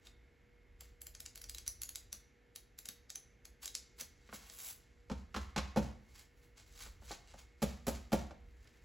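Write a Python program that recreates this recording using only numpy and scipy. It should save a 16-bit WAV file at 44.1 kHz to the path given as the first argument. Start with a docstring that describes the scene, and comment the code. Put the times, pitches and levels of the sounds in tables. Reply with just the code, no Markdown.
"""A note scrapes and snaps first: a banded stack of crisp banknotes is thumbed just under a phone.
The place is a small quiet room; each freed note is a burst of fibre noise with a short ring, then a pat.
Grainy noise slides the notes together; the stack's edge knocks a wooden surface four times, then three,
as noise bursts over decaying wood modes. Behind lie soft air, low rumble and a distant appliance's hum.
Two spaced microphone ports hear it, with the blows a little to the right."""
import sys
import numpy as np
from scipy import signal
from scipy.fft import rfft, irfft
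from scipy.io import wavfile
from scipy.ndimage import uniform_filter1d

SR = 44100
rng = np.random.default_rng(int(sys.argv[2]) if len(sys.argv) > 2 else 0)


def waveform_to_disk(signal):
    """Save audio, clipped to [-1, 1], as 16-bit WAV at the path in sys.argv[1]."""
    frames = np.transpose(np.atleast_2d(signal))
    scaled = np.clip(frames, -1, 1) * 32767
    samples = np.round(scaled).astype(np.int16)
    wavfile.write(sys.argv[1], SR, samples)


N = 389844
MS = SR / 1000  # samples per millisecond
TIME = np.arange(N) / SR
HZ = np.arange(N // 2 + 1) * SR / N  # frequencies of the full-length spectrum


def undb(db):
    """Decibels to gain."""
    return 10 ** (np.asarray(db) / 20)


def unit(x):
    """Scale to rms 1."""
    return x / np.sqrt(np.mean(x ** 2))


def packet(x, db, ms):
    """Give a short sound the energy of a level held for so many ms."""
    return x * undb(db) * np.sqrt(ms * MS / np.sum(x ** 2))


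def band(x, lo_hz, hi_hz, order=2):
    """Causal band-pass."""
    edges = [lo_hz, min(hi_hz, SR / 2 - 1000)]
    return signal.sosfilt(signal.butter(order, edges, "band", fs=SR, output="sos"), x)


def resonate(x, hz, q):
    """One resonance, gain 1 at its centre."""
    return signal.lfilter(*signal.iirpeak(min(hz, SR / 2 - 1000), max(q, 1), SR), x)


def along(table, hz):
    """Read (frequency, value) points on a log-frequency axis."""
    f, value = np.transpose(table)
    return np.interp(np.log(hz + 1), np.log(f + 1), value)


def colour(x, table):
    """Shape a sound by (frequency [Hz], gain [dB]) points."""
    return irfft(rfft(x) * undb(along(table, HZ)), N)


def walk(rate, size):
    """Smooth chance, new about rate times a second, spread near 1."""
    steps = np.arange(size) * rate / SR
    count = int(steps[-1]) + 2
    return np.interp(steps, np.arange(count), rng.standard_normal(count))


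def add(track, s, sound):
    """Mix a sound in, starting at s seconds."""
    start = int(round(s * SR))
    lo, hi = max(start, 0), min(start + len(sound), N)
    track[lo:hi] += sound[lo - start:hi - start]


def crack(envelope, count=3, width_hz=500):
    """Bursts of breaking contacts, their energy spread evenly over all frequencies."""
    size = 2 * len(envelope)
    spectrum = rfft(envelope * rng.standard_normal((count, len(envelope))), size)
    power = uniform_filter1d(np.abs(spectrum) ** 2, max(int(width_hz * size / SR), 3))
    return irfft(spectrum / np.sqrt(power), size)[:, :len(envelope)]


# notes snapping free, just under the phone: (time [s], level [dB], ring of the bent note [Hz],
# ring strength before the common ring_db [dB], crispness [dB re level])
NOTE_SNAPS = [(0.0713, -55.5, 3700, 7, -11), (0.8087, -53.5, 7450, 0, 0.5),
              (1.0181, -57.5, 7600, -18, 11.5), (1.0691, -49.5, 7470, 1, 2), (1.1511, -51, 6360, -1, -11),
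              (1.2045, -50.5, 5100, -4, 3.5), (1.2621, -44.5, 7100, -10, -12), (1.358, -50.5, 7200, -3, -1),
              (1.3771, -55.5, 4860, -12, 3), (1.4176, -53, 5800, -15, 4), (1.442, -49, 5800, 2, -5),
              (1.4968, -46.5, 4870, 1, 2.5), (1.548, -48, 3950, 1, 1), (1.5842, -46.5, 6260, -14, -5),
              (1.6655, -53.5, 5900, -18, -4), (1.6788, -38, 5900, 8, 2.5), (1.819, -46, 6560, -3, 6),
              (1.8343, -43, 6950, 3, 0), (1.8923, -47.5, 6650, -1, 3.5), (1.958, -42, 4700, -23, -4),
              (2.129, -42, 5920, -1.5, -2.5), (2.5608, -48, 3850, -6, 1), (2.789, -50, 7140, -4, 3),
              (2.8572, -49, 6600, -3, -1), (2.8887, -45.5, 3740, -8, 2), (3.1032, -44, 6400, -12, -9),
              (3.1575, -43, 6130, 9, -2), (3.4543, -54.5, 6500, -4, 0), (3.647, -51, 4800, -1, -10),
              (3.6581, -41, 7440, -14, -5), (3.6785, -44.5, 3850, -2, -7), (3.7524, -35.5, 5200, -11, -15),
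              (4.011, -41.5, 6070, -8, -2), (4.4997, -52, 7700, -3, -21), (6.195, -60.5, 7900, -4, 1),
              (8.675, -66.5, 5000, 2, -10)]
# a harder flick is shorter and has less body: values at FLICK_DB and their change per dB above it
FLICK_DB, SNAP_MS, SNAP_SHORTENS_DB_PER_DB = -49, 1, 0.33
FLICK_BODY_DB, FLICK_BODY_DB_PER_DB = -8, -0.49  # body re level
# the note catches on the thumb just before it slips: chance picks the lead and 0 to 2 times this strength
CATCH_MIN_MS, CATCH_MAX_MS, CATCH_DB = 5.2, 9.5, -22.5


def flicks(scrape_db=-20, scrape_ms=5, ring_db=-3.0, ring_q=25, overtone=1.627, overtone_db=-2,
           top_sharpness=1.46):
    """Each note scrapes over the thumb, catches, and snaps free, ringing briefly."""
    out = np.zeros(N)
    ms = np.arange(-30 * MS, 15 * MS) / MS  # the snap is at 0
    chances = rng.random((len(NOTE_SNAPS), 2))
    for (s, db, hz, ring, crisp), (catch_chance, lead_chance) in zip(NOTE_SNAPS, chances):
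        force = db - FLICK_DB
        length = SNAP_MS * undb(-SNAP_SHORTENS_DB_PER_DB * force)
        scrape = undb(scrape_db) * np.exp(-np.abs(ms) / scrape_ms) * (ms < 0)
        catch_lead = np.interp(lead_chance, [0, 1], [CATCH_MIN_MS, CATCH_MAX_MS])
        catch = undb(CATCH_DB) * 2 * catch_chance * np.exp(-np.abs(ms + catch_lead) / length)
        slip = np.exp(-np.abs(ms) / length) + catch + scrape
        fibres = crack(slip, count=2)
        low = band(fibres[0], 1300, 4780)
        mid = unit(band(fibres[1], 3600, 9600, order=3))
        # only the fastest slip reaches the top
        fastest = crack(slip ** top_sharpness, count=1)[0]
        top = unit(band(fastest, 8050, 14900, order=3))
        strength = undb(ring + ring_db)  # the curl of the note sets how clearly it rings
        mid = mid + strength * unit(resonate(mid, hz, ring_q))
        top = top + strength * undb(overtone_db) * unit(resonate(top, hz * overtone, ring_q))
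        body = FLICK_BODY_DB + FLICK_BODY_DB_PER_DB * force
        sound = packet(low, body, 5) + packet(mid, 0, 5) + packet(top, crisp, 5)
        add(out, s + ms[0] / 1000, undb(db) * sound)
    return out


# delay after the snap, decay, level at FLICK_DB and its change per dB above it
FLAP_S, FLAP_DECAY_S, FLAP_DB, FLAP_DB_PER_DB = 0.00593, 0.014, -75, .2


def flaps(lo_hz=260, hi_hz=850):
    """Each freed note pats the fanned pile with a faint, dull puff of decaying noise."""
    out, t = np.zeros(N), TIME[:SR // 8]
    for s, db, *_ in NOTE_SNAPS:
        puff = band(rng.standard_normal(len(t)) * np.exp(-t / FLAP_DECAY_S), lo_hz, hi_hz)
        add(out, s + FLAP_S, packet(puff, FLAP_DB + FLAP_DB_PER_DB * (db - FLICK_DB), 18.3))
    return out


# paper sliding on paper and skin: (time of the peak [s], rise [s], fall [s],
# level before the common slide_db [dB], crispness [dB re level])
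PAPER_SLIDES = [(0.06, 0.019, 0.021, -63.5, -6), (0.812, 0.0093, 0.046, -64.5, -6),
                (3.632, 0.006, 0.01, -49, 2), (3.998, 0.0075, 0.018, -48, 1.5),
                (4.343, 0.01, 0.019, -52.5, 3), (4.43, 0.13, 0.21, -63, -21), (4.69, 0.094, 0.028, -53, 9),
                (6.2, 0.068, 0.032, -62.5, -3), (6.43, 0.05, 0.044, -75.5, 3),
                (6.578, 0.0087, 0.044, -61, -8), (6.825, 0.059, 0.042, -53.5, -3),
                (7.05, 0.02, .07, -63, -2), (7.124, 0.02, 0.019, -45.5, -10.5),
                (7.295, 0.041, 0.12, -68, -14), (7.395, 0.025, .018, -59.5, -6),
                (8.67, 0.24, 0.6, -78.5, -3)]
# a gentle slide is duller: body re level at SLIDE_DB and its change per dB above it
SLIDE_DB, SLIDE_BODY_DB, SLIDE_BODY_DB_PER_DB = -59.5, -1.5, -0.2054
# after a knock the loose notes slip down; the crisper the edges, the louder
SETTLE_S, SETTLE_RISE_S, SETTLE_FALL_S = 0.077, 0.039, 0.042
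SETTLE_DB, SETTLE_DB_PER_DB, SETTLE_CRISP_DB = -56, 0.3, -8.5  # level before slide_db


def slides(grain_db=3, grain_rate=800, catch_db=2.5, catch_rate=130, slide_db=-2, crackle_db=13):
    """Fibres catch and slip: a grainy hiss swells and dies with each movement, with crackles of creases."""
    t = TIME[::40]  # the slow swells need few points
    settles = [(s + SETTLE_S, SETTLE_RISE_S, SETTLE_FALL_S,
                SETTLE_DB + SETTLE_DB_PER_DB * crisp, SETTLE_CRISP_DB) for s, *_, crisp in STACK_KNOCKS]
    body, hiss, crisp = np.zeros((3, len(t)))
    for s, rise, fall, db, crisp_db in list(PAPER_SLIDES) + settles:
        distance = np.maximum((s - t) / rise, (t - s) / fall)
        power = undb(db) ** 2 * np.exp(-2 * distance.clip(max=20))
        body_db = SLIDE_BODY_DB + SLIDE_BODY_DB_PER_DB * (db - SLIDE_DB)
        body = body + power * undb(body_db) ** 2
        hiss = hiss + power
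        crisp = crisp + power * undb(crisp_db) ** 2
    body, hiss, crisp = (np.interp(TIME, t, power) for power in (body, hiss, crisp))
    creases = (rng.random(N) < 70 / SR) * rng.random(N) ** 2  # about 70 a second
    crackle = signal.lfilter([1], [1, -np.exp(-1 / (0.66 * MS))], creases)  # each dies in 0.66 ms
    grip = undb(grain_db * walk(grain_rate, N) + catch_db * walk(catch_rate, N))
    fibres = (grip + undb(crackle_db) * crackle) * rng.standard_normal((3, N))
    return undb(slide_db) * (np.sqrt(body) * unit(band(fibres[0], 740, 3700))
                             + np.sqrt(hiss) * unit(band(fibres[1], 3500, 8800, order=3))
                             + np.sqrt(crisp) * unit(band(fibres[2], 6900, 15400, order=2)))


# the stack knocked on the wood, stray edges first and then its bulk; levels are those of the bulk:
# (time of the stray edges [s], lag of the bulk [ms], extra gain of the stray edges [dB], thud [dB],
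# slap [dB], slap pitch [Hz], edge hiss [dB], crispness [dB re hiss])
STACK_KNOCKS = [(5.098, 15, 3, -42.5, -49, 710, -53.5, -47), (5.343, 17, -0.5, -44, -40.5, 1110, -46, -14),
                (5.561, 13.8, 2.5, -39, -40, 960, -38.5, -35), (5.76, 8.9, -1.5, -29, -34, 572, -44.5, -8),
                (7.6189, 6, 1, -35, -40.5, 574, -42, -1), (7.867, 11, 1.5, -36.5, -42.5, 680, -44, 3),
                (8.119, 8.3, -5.5, -30, -35, 680, -40.5, -3)]
# the stray edges land briefly, higher in pitch, with little weight: a pitch ratio, and dB re the bulk
EDGE_MS, EDGE_PITCH, EDGE_THUD_DB, EDGE_HISS_DB, EDGE_CRISP_DB = 7.8, 1.07, -8.5, -4, -0.5
BULK_MS = 13.7  # how long the bulk takes to land
# a harder knock reaches higher modes: their limit at THUD_DB and its rise per dB above it
FIRM_HZ, THUD_DB, FIRM_DB_PER_DB = 594, -38.5, 0.33


def knocks():
    """Each knock lands twice: the notes that stick out touch first, then the whole stack."""
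    out = np.zeros(N)
    for s, lag, edge, thud, slap, hz, hiss, crisp in STACK_KNOCKS:
        firm_hz = FIRM_HZ * undb(FIRM_DB_PER_DB * (thud - THUD_DB))
        first = landing(EDGE_MS, thud + EDGE_THUD_DB, firm_hz, slap, hz * EDGE_PITCH,
                        hiss + EDGE_HISS_DB, crisp + EDGE_CRISP_DB)
        add(out, s, undb(edge) * first)
        add(out, s + lag / 1000, landing(BULK_MS, thud, firm_hz, slap, hz, hiss, crisp))
    return out


# modes that ring in each landing: (frequency [Hz], level before scatter and firmness [dB], t60 [s])
WOOD_MODES = [(133.2, -10.5, 0.44), (164.7, -3, 0.22), (198.6, 4, 0.17), (231, 3, 0.059), (258, -12, 0.11),
              (309, -13.5, 0.18), (372, -5.5, 0.11), (430, 4.5, 0.042), (518.5, 5, 0.11), (570, 4.5, 0.1),
              (610, 7, 0.032), (712, 4.5, 0.022), (836, -9, 0.02), (977, -2.5, .15), (1120, -16, 0.18)]
THUD_LAG_MS = 2.48  # the weight arrives just after the slap


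def landing(length, thud, firm_hz, slap, slap_hz, hiss, crisp, slap_q=2.28, grain_db=3, scatter_db=1,
            thump_db=-4, thump_ms=14):
    """Many edges land within a few ms: they hiss, the paper slaps, and the wood thuds."""
    t = TIME[:SR // 2]
    mode_hz, mode_db, t60 = np.transpose(WOOD_MODES)
    decay = np.exp(-np.log(1000) * np.outer(1 / t60, t))
    rings = np.sin(2 * np.pi * np.outer(mode_hz, t)) * decay
    # every spot of the wood favours other modes; the soft paper reaches only the low ones
    scatter = scatter_db * rng.standard_normal(len(WOOD_MODES))
    spot = rng.choice([-1, 1], len(WOOD_MODES)) * undb(mode_db + scatter)
    wood = spot / np.sqrt(1 + (mode_hz / firm_hz) ** 4) @ rings
    contact = (1 - np.exp(-t * 10000 / length)) * np.exp(-t * 1000 / length)
    edges = crack(contact * undb(grain_db * walk(1200, len(t))))
    # the hands and the bulk of the paper add a dull, toneless thump
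    thump = band(rng.standard_normal(len(t)) * np.exp(-t * 1000 / thump_ms), 148, 326)
    stack = band(resonate(edges[0], slap_hz, slap_q), 123, 3.2 * slap_hz)
    held = 5 + length / 2  # ms
    weight = packet(wood, thud, 14.8) + packet(thump, thud + thump_db, 22.6)
    weight = np.interp(t - THUD_LAG_MS / 1000, t, weight, left=0)
    edge_hiss = packet(band(edges[1], 890, 6200), hiss, held)
    edge_crisp = packet(band(edges[2], 5700, 14500, order=3), hiss + crisp, held)
    return weight + packet(stack, slap, held) + edge_hiss + edge_crisp


# soft bumps: freed notes landing on the fanned pile, later the stack bumping against the hand:
# (time [s], slap level [dB], slap pitch [Hz])
SOFT_BUMPS = [(0.815, -75, 740), (2.127, -62.5, 1440), (2.886, -59, 1780), (4.009, -57, 1870),
              (4.289, -59, 1320), (4.3266, -49.5, 1100), (6.859, -58.5, 1100), (7.019, -63, 680),
              (7.106, -46.5, 660), (7.337, -56.5, 700), (8.307, -51, 640), (8.653, -70, 1500)]
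BUMP_MS, BUMP_FIRM_HZ = 10, 706
BUMP_THUD_DB, BUMP_HISS_DB, BUMP_CRISP_DB = -6.5, -13.5, -25  # re slap, re slap, re hiss


def bumps():
    """Single soft landings, of notes on the pile and later of the stack against the hand."""
    out = np.zeros(N)
    for s, db, hz in SOFT_BUMPS:
        add(out, s, landing(BUMP_MS, db + BUMP_THUD_DB, BUMP_FIRM_HZ, db, hz,
                            db + BUMP_HISS_DB, BUMP_CRISP_DB))
    return out


# a harder slap pushes more air aside and booms more: level at SLAP_DB and its change per dB above it
SLAP_DB, BOOM_DB, BOOM_DB_PER_DB = -39, -43, 0.26
BUMP_BOOM_DB = -17.5  # a bump booms less than a knock of the same strength


def booms(hz=65.15, swell_s=0.038, upper_hz=81, upper_db=-9):
    """A close pair of low room resonances swells after each knock or bump and dies away."""
    out, t = np.zeros(N), TIME[:SR]
    swell = (t / swell_s * np.exp(1 - t / swell_s)) ** 0.78
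    boom = swell * (np.sin(2 * np.pi * hz * t) + undb(upper_db) * np.sin(2 * np.pi * upper_hz * t))
    pushes = [(s + lag / 1000, slap, 0) for s, lag, _, _, slap, *_ in STACK_KNOCKS]
    pushes += [(s, db, BUMP_BOOM_DB) for s, db, _ in SOFT_BUMPS]
    for s, slap, softer_db in pushes:
        level = BOOM_DB + softer_db + BOOM_DB_PER_DB * (slap - SLAP_DB)
        add(out, s, np.sqrt(2) * undb(level) * boom)
    return out


# how long the small room's tail lasts: (frequency [Hz], t60 [s])
TAIL_T60 = [(100, 0.63), (500, 0.4), (2000, 0.58), (6000, 0.45), (10000, 0.29), (16000, 0.25)]


def room(x, early_db, late_db, early_t60=0.2):
    """Quick reflections off the wood and hands, then the tail of the walls, all as decaying noise."""
    t = TIME[:SR * 2 // 3]
    edges = np.geomspace(90, 20000, 12)  # each band of the tail dies at its own pace
    hz = np.arange(len(t) // 2 + 1) * SR / len(t)
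    spectrum = rfft(rng.standard_normal(len(t)))
    late = np.zeros(len(t))
    for lo, hi in zip(edges, edges[1:]):
        decay = np.exp(-np.log(1000) * t / along(TAIL_T60, np.sqrt(lo * hi)))
        late = late + irfft(spectrum * (hz >= lo) * (hz < hi), len(t)) * decay
    late = late * (1 - np.exp(-t / 0.0006))
    early = rng.standard_normal(len(t)) * np.exp(-np.log(1000) * t / early_t60) * (t > .001)
    early = undb(early_db) * early / np.linalg.norm(early)
    late = undb(late_db) * late / np.linalg.norm(late)
    return signal.fftconvolve(x, early + late)[:N]


# low rumble, rising while the hands move: (time [s], level of its narrow core before flutter [dB])
RUMBLE_LEVEL = [(0, -64), (.4, -70.5), (.75, -63.5), (2.1, -61), (2.3, -72), (2.6, -69.5), (4.2, -66),
                (4.8, -68), (5.3, -58), (6.5, -66.5), (7, -56), (7.5, -65.5), (8.3, -59), (8.84, -65.5)]


def rumble(flutter_db=2, spread_db=-9):
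    """Deep, uneven rumble: a narrow band of low noise over a fainter, wider one."""
    deep = unit(band(rng.standard_normal(N), 41.0, 65.9))
    deep = deep + undb(spread_db) * unit(band(rng.standard_normal(N), 40, 104, order=3))
    return deep * undb(np.interp(TIME, *np.transpose(RUMBLE_LEVEL)) + flutter_db * walk(11, N))


# colour of the room's still air: (frequency [Hz], relative level [dB per Hz])
AIR_COLOUR = [(65, -30), (110, -1.5), (160, -10), (260, -9.5), (422, -11.5), (487, -15), (594, -18.5),
              (850, -21), (1170, -25.5), (1330, -21), (2200, -15.5), (2320, -20.5), (3440, -28),
              (4430, -31.5), (8000, -36.5), (10400, -96), (17600, -120)]
AIR_DB = -71.5  # about which the air wavers


def air(hiss_db=-95):
    """Soft, slightly restless noise of the room over the microphone's own hiss."""
    restless = .8 * walk(3.4, N)  # dB
    still = unit(colour(rng.standard_normal(N), AIR_COLOUR)) * undb(AIR_DB + restless)
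    return still + undb(hiss_db) * unit(band(rng.standard_normal(N), 10000, 12500, order=2))


# a distant appliance's tones: (frequency [Hz], level before wavering [dB rms])
HUM_TONES = [(242.2, -87.5), (479.1, -79.5), (1712, -101), (1766, -91.5), (2164, -85)]


def hum(waver_db=3.0, drift=0.55):
    """Faint machine tones that waver in level and phase (drift in radians)."""
    out = np.zeros(N)
    for hz, db in HUM_TONES:
        level = np.sqrt(2) * undb(db + waver_db * walk(9, N))
        out = out + level * np.sin(2 * np.pi * hz * TIME + drift * walk(7, N))
    return out


# colour of the air that differs between left and right: (frequency [Hz], gain [dB])
AIR_SIDE_GAIN = [(60, -15), (110, -7.5), (200, -10), (380, -7), (700, -1), (1290, -2.5), (2380, -45),
                 (4400, -13), (8120, -37), (15000, 10)]
# colour of the echo that differs between left and right: (frequency [Hz], gain [dB])
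ROOM_SIDE_GAIN = [(100, 2), (300, 5.5), (1200, 11.5), (2200, -0.5), (4500, 1.5), (12000, -13.5)]


def scene(lean_db=-23, background_lean_db=-24, rumble_side_db=-22):
    """Notes are counted in the middle and knocked a little to the right; the room spreads them slightly."""
    paper = flicks() + flaps() + slides()
    blows = knocks() + bumps()
    background = booms() + rumble() + air() + hum()
    paper_room = room(paper, early_db=-5.5, late_db=-10.5)
    blow_room = room(blows, early_db=-7.0, late_db=-8.5, early_t60=0.069)
    mid = paper + blows + paper_room + blow_room + background
    side_room = room(paper, early_db=-20.5, late_db=-36) + room(blows, early_db=-24.5, late_db=-23)
    echoes = colour(side_room, ROOM_SIDE_GAIN)
    spread = echoes + colour(air(), AIR_SIDE_GAIN) + undb(rumble_side_db) * rumble()
    side = spread - undb(lean_db) * blows - undb(background_lean_db) * background
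    return np.array([mid + side, mid - side])


# the two microphone ports fall out of step in the treble: (frequency [Hz], lead of the left [rad])
PORT_LEAD = [(0, 0), (7700, 0), (8400, -3), (9300, -3.1), (10200, -1.4), (15700, 6.2)]
TOP_HZ = 16200


def record(dry):
    """The spaced ports shift the treble of one side against the other; the top is cut."""
    lead = np.interp(HZ, *np.transpose(PORT_LEAD))
    right = irfft(rfft(dry[1]) * np.exp(-1j * lead), N)
    ports = np.array([dry[0], right])
    return signal.sosfilt(signal.ellip(8, .2, 70, TOP_HZ, fs=SR, output="sos"), ports)


dry = scene()
out = record(dry)
waveform_to_disk(out)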